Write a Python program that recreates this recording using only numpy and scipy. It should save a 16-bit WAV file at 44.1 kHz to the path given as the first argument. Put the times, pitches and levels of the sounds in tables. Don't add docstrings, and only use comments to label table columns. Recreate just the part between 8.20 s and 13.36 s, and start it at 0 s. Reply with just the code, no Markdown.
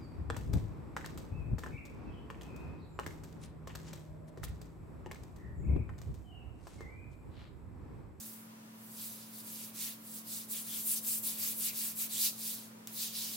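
import sys
import numpy as np
from scipy import signal
from scipy.fft import rfft, irfft
from scipy.io import wavfile

SR = 44100
rng = np.random.default_rng(int(sys.argv[2]) if len(sys.argv) > 2 else 0)


def wav_record(signal):
    frames = np.transpose(np.atleast_2d(signal))
    bounded = np.clip(frames, -1, 1)
    quanta = np.round(bounded * 32767).astype(np.int16)
    wavfile.write(sys.argv[1], SR, quanta)


N = 227586
TIME = np.arange(N) / SR
BANDS_HZ = 25 * 2 ** (np.arange(29) / 3)


def from_db(db):
    return 10 ** (np.asarray(db) / 20)


def unit_rms(x):
    return x / np.sqrt(np.mean(x ** 2) + 1e-20)


def in_time(points):
    return np.interp(TIME, *np.transpose(points))


def at_hz(points, hz):
    frequencies, values = np.transpose(points)
    return np.interp(np.log(hz), np.log(frequencies), values)


def drift(rate_hz):
    step, settle = 40, 2000
    pole = np.exp(-2 * np.pi * rate_hz * step / SR)
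    white = rng.standard_normal(N // step + settle + 2)
    slow = signal.lfilter([1], [1, -2 * pole, pole * pole], white)[settle:]
    return np.interp(np.arange(N) / step, np.arange(len(slow)), unit_rms(slow))


def filtered(x, hz, kind, order=2):
    return signal.sosfilt(signal.butter(order, hz, kind, fs=SR, output="sos"), x)


def third_octave(x, hz):
    return filtered(x, [hz / 2 ** (1 / 6), hz * 2 ** (1 / 6)], "band")


# (time [s], length [s], relative level [dB], fastest moment [share of length],
# peakedness [1 even push, 4 brief flick], palm contact [dB], its growth [dB], low edge of the hiss [Hz])
HAND_STROKES = [(-0.098, 0.47, -46.5, 0.2, 2.56, -5.4, -18, 5780),
                (0.5, 0.44, -52, 0.58, 1.5, -8, -1.1, 5340), (0.684, 0.38, -43.5, 0.41, 2.9, -4, -12, 3520),
                (0.899, 0.46, -52, 0.088, 2.1, -1.5, -4, 2900),
                (1.05, 0.53, -45.5, 0.68, 2.55, -4, 8, 2870), (1.059, 0.18, -49, 0.79, 2.6, 0.5, -5, 5400),
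                (1.253, 0.084, -47.5, 0.4, 1.5, -4, 5, 4000), (1.507, 0.29, -39.5, 0.41, 1.84, -2, 4, 2200),
                (1.715, 0.34, -45, 0.76, 2.5, -8, 10, 3800), (2.01, 0.29, -40.5, 0.51, 2.06, -2, -5, 4760),
                (2.246, 0.098, -37.5, 0.99, 3, -9.5, -3, 4260),
                (2.28, 0.19, -40.5, 0.5, 1.6, -3.5, -11, 2550),
                (2.346, 0.35, -38, 0.68, 2.45, -5.6, -8, 2340),
                (2.57, 0.21, -31.5, 0.73, 2.35, -13.5, 11, 2800),
                (2.746, 0.093, -35, 0.18, 4.7, 0, 16, 4540),
                (2.795, 0.24, -33, 0.53, 1.73, -10.5, -2.2, 2890),
                (2.988, 0.24, -33.5, 0.31, 3.7, -6, 24, 2500), (3.09, 0.33, -34.5, 0.52, 2.8, -6, -7, 2120),
                (3.309, 0.23, -33.5, 0.64, 2, -9.5, 19, 2430),
                (3.489, 0.29, -36, 0.44, 1.7, -5.5, 2.0, 2100),
                (3.727, 0.17, -36, 0.51, 1.74, -7, 16, 2420),
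                (3.882, 0.14, -37.5, 0.68, 0.79, -3, -2, 2720), (3.94, 0.2, -31, 0.51, 2.55, -2, 6, 3900),
                (4.115, 0.32, -38, 0.52, 2.16, -3, 1, 3550), (4.298, 0.28, -49, 0.25, 2.7, -0.5, 11, 3140),
                (4.652, 0.34, -38.5, 0.48, 3.45, 0.3, 21, 3780), (4.869, 0.57, -41, 0.22, 2, 0.7, -7, 3440)]

def strokes(slow_dull_db=1):
    total, colour = 0, 0
    for start, length, level_db, fastest, peakedness, palm_db, growth_db, edge_hz in HAND_STROKES:
        progress = np.clip((TIME - start) / length, 0, 1)
        speed = np.sin(np.pi * np.interp(progress, [0, np.clip(fastest, .05, .95), 1], [0, .5, 1]))
        power = (from_db(level_db) * speed ** peakedness) ** 2 + 1e-14
        contact_db = palm_db + growth_db * (progress - .5) + slow_dull_db * (1 - speed)
        total += power
        colour += power * np.array([contact_db, np.full(N, edge_hz)])
    contact_db, edge_hz = colour / total
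    return 10 * np.log10(total), contact_db, edge_hz


def skin_slips(per_s=8000, spread_db=2.5, smooth_hiss=0.9):
    sizes = from_db(spread_db * np.minimum(rng.exponential(1, N), 4)) * rng.choice([-1, 1], N)
    releases = sizes * (rng.random(N) < per_s / SR)
    return unit_rms(unit_rms(releases) + smooth_hiss * rng.standard_normal(N))


# (frequency [Hz], relative density [dB])
SKIN_SPECTRUM = [(500, -15), (1000, -9.5), (1600, -9), (2200, -5.5), (3000, -2), (4500, -0.56),
                 (6500, -0.43), (9000, -0.5), (12500, 1.5), (15500, 0.5)]
# (frequency [Hz], share [0-1])
PALM_WEIGHT = [(500, 0), (2000, 0.88), (4000, 1.0), (6000, 0.84), (8500, 0), (12000, 0)]
# (frequency [Hz], boost [dB per dB of stroke level])
RUB_BITE = [(4000, 0.116), (7500, 0.22), (10000, 0.09), (14000, 0)]

def rubbing(trim_db=1, judder_db=0.43, patchy_db=1.72, usual_swish_db=-40, late_share=0.18, room_db=0.5):
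    swish_db, palm_db, edge_hz = strokes()
    slips = [skin_slips(), skin_slips()]
    scatter = rng.standard_normal((3, 2, N))
    level_db = trim_db + swish_db + judder_db * drift(19)
    direct, diffuse, treble_power = 0, 0, 0
    for k, hz in enumerate(BANDS_HZ[BANDS_HZ > 450]):
        skin = from_db(at_hz(SKIN_SPECTRUM, hz))
        band = skin * third_octave(slips[k % 2], hz)
        treble_power += np.mean(band ** 2) * (hz > 7000)
        thin_db = 8.5 * np.maximum(np.log2(edge_hz / hz), 0)
        depth_db = at_hz(PALM_WEIGHT, hz) * palm_db
        bite_db = at_hz(RUB_BITE, hz) * (swish_db - usual_swish_db)
        gain = from_db(level_db + depth_db + bite_db - thin_db + patchy_db * drift(18.7))
        direct += gain * band
        wash = np.sqrt((1 - late_share) * gain ** 2 + late_share * room_decay(gain ** 2))
        diffuse += wash * skin * third_octave(scatter[k % 3], hz)
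    return direct / np.sqrt(treble_power), from_db(room_db) * diffuse / np.sqrt(treble_power)


def room_decay(power, t60_s=0.42):
    pole = from_db(-120 / (t60_s * SR))
    return signal.lfilter([1 - pole], [1, -pole], power + 1e-18)


def microphone_pair(direct, right_lag_samples=0.52, desk_db=-10, desk_decay_s=0.0037):
    hz = np.arange(N // 2 + 1) * SR / N
    right = irfft(rfft(direct) * np.exp(-2j * np.pi * hz * right_lag_samples / SR), N)
    age = np.arange(SR // 50) / SR
    desk = rng.standard_normal((2, len(age))) * np.exp(-age / desk_decay_s)
    desk *= from_db(desk_db) / np.linalg.norm(desk, axis=1, keepdims=True)
    return np.array([direct, right]) + signal.fftconvolve(direct[None], desk, axes=1)[:, :N]


# (time [s], level [dB])
SLEEVE_LEVELS = [(0, -74), (2.2, -73), (2.75, -66.5), (3.4, -63), (3.75, -76), (4.05, -67), (5.16, -70)]

def sleeves(band_hz=(300, 650)):
    cloth = filtered(rng.standard_normal((2, N)), band_hz, "band")
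    return from_db(in_time(SLEEVE_LEVELS)) * unit_rms(cloth)


# (frequency [Hz], steady level [dB rms], unsteadiness [0-1])
HUM_TONES = [(110.9, -76, 0.26), (120.45, -68, 0.08), (178.4, -68.5, 0.04), (220.9, -55.5, 0.03),
             (252, -81, 0.8), (253.4, -82.5, 0.84), (295.9, -73.5, 0.48), (960, -77.5, 0.27)]

def appliance_hum():
    hum = 0
    for hz, level_db, unsteadiness in HUM_TONES:
        waver = 1 + unsteadiness * (drift(6.8) + 1j * drift(9.5))
        tone = np.exp(2j * np.pi * (hz * TIME + rng.random()))
        hum += from_db(level_db) * np.sqrt(2) * np.real(waver * tone)
    return hum


# (frequency [Hz], relative density [dB])
ROOM_SPECTRUM = [(30, -9.5), (50, -9), (80, -3.5), (115, -2), (150, 6.5), (250, 8), (350, 3), (480, 2.8),
                 (600, 3.5), (750, -0.3), (1050, 3), (1600, -1.5), (4000, -7.5), (9000, -8), (15000, -7.5)]
# (frequency [Hz], correlation [-1 to 1])
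ROOM_CORRELATION = [(40, 0.12), (120, 1), (280, 0.44), (450, 0.48), (700, -0.19), (3000, -0.25),
                    (15000, -0.45)]

def room_tone(level_db=-56.5):
    air, white = 0, rng.standard_normal((2, 2, N))
    for k, hz in enumerate(BANDS_HZ):
        mid, side = third_octave(white[k % 2], hz)
        alike = at_hz(ROOM_CORRELATION, hz)
        band = np.sqrt(1 + alike) * mid + np.sqrt(1 - alike) * side * [[1], [-1]]
        air += from_db(at_hz(ROOM_SPECTRUM, hz)) * band
    return from_db(level_db) * unit_rms(air)


# (time [s], length [s], first pitch [Hz], last pitch [Hz], relative level [dB])
AIR_POCKETS = [(2.319, 0.083, 3800, 2940, -54), (2.487, 0.094, 3510, 3340, -52.5),
               (3.425, 0.13, 2860, 2197, -54.5), (3.891, 0.084, 4690, 2960, -52),
               (3.945, 0.066, 2880, 4460, -47.5), (4.035, 0.069, 2980, 2760, -50),
               (4.752, 0.1, 3850, 4540, -50), (4.929, 0.13, 3360, 4700, -52.5)]

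def air_pockets(half_width_hz=260, trim_db=1):
    white = rng.standard_normal((3, N)) + 1j * rng.standard_normal((3, N))
    narrow = filtered(white, half_width_hz, "low")
    glides = 0
    for start, length, first_hz, last_hz, level_db in AIR_POCKETS:
        progress = np.clip((TIME - start) / length, 0, 1)
        hz = first_hz * (last_hz / first_hz) ** progress
        swell = from_db(level_db) * np.sin(np.pi * progress)
        glides += swell * np.exp(2j * np.pi * np.cumsum(hz) / SR)
    ring = np.real(narrow * glides) / np.std(narrow.real)
    return from_db(trim_db) * (ring[0] + ring[1:])


# (time [s], level [dB])
LANDINGS = [(4.6725, -32)]

def wet_tick(decay_s=0.0019, low_hz=2300, echo_db=1):
    breaks = np.zeros(N)
    for start, level_db in LANDINGS:
        breaks[round(start * SR)] = from_db(level_db)
    envelope = signal.lfilter([1], [1, -np.exp(-1 / (decay_s * SR))], breaks + 1e-18)
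    echo = from_db(echo_db) * np.sqrt(room_decay(envelope ** 2)) * rng.standard_normal((2, N))
    snap = envelope * rng.standard_normal(N)
    return filtered(snap + echo, low_hz, "high", order=1)


# (time [s], left minus right [dB])
HAND_BALANCE = [(0, -0.7), (2.0, -1.3), (2.75, 0.5), (3.3, 0), (5.16, -0.8)]

def scene(hands_db=-3.5):
    direct, diffuse = rubbing()
    pan_db = in_time(HAND_BALANCE) * np.array([[.5], [-.5]])
    hands = from_db(hands_db + pan_db) * (microphone_pair(direct) + diffuse + air_pockets())
    return hands + wet_tick() + sleeves() + appliance_hum() + room_tone()


def record(dry, cutoff_hz=15900):
    return signal.sosfilt(signal.ellip(12, .1, 80, cutoff_hz, fs=SR, output="sos"), dry)


dry = scene()
out = record(dry)
wav_record(out)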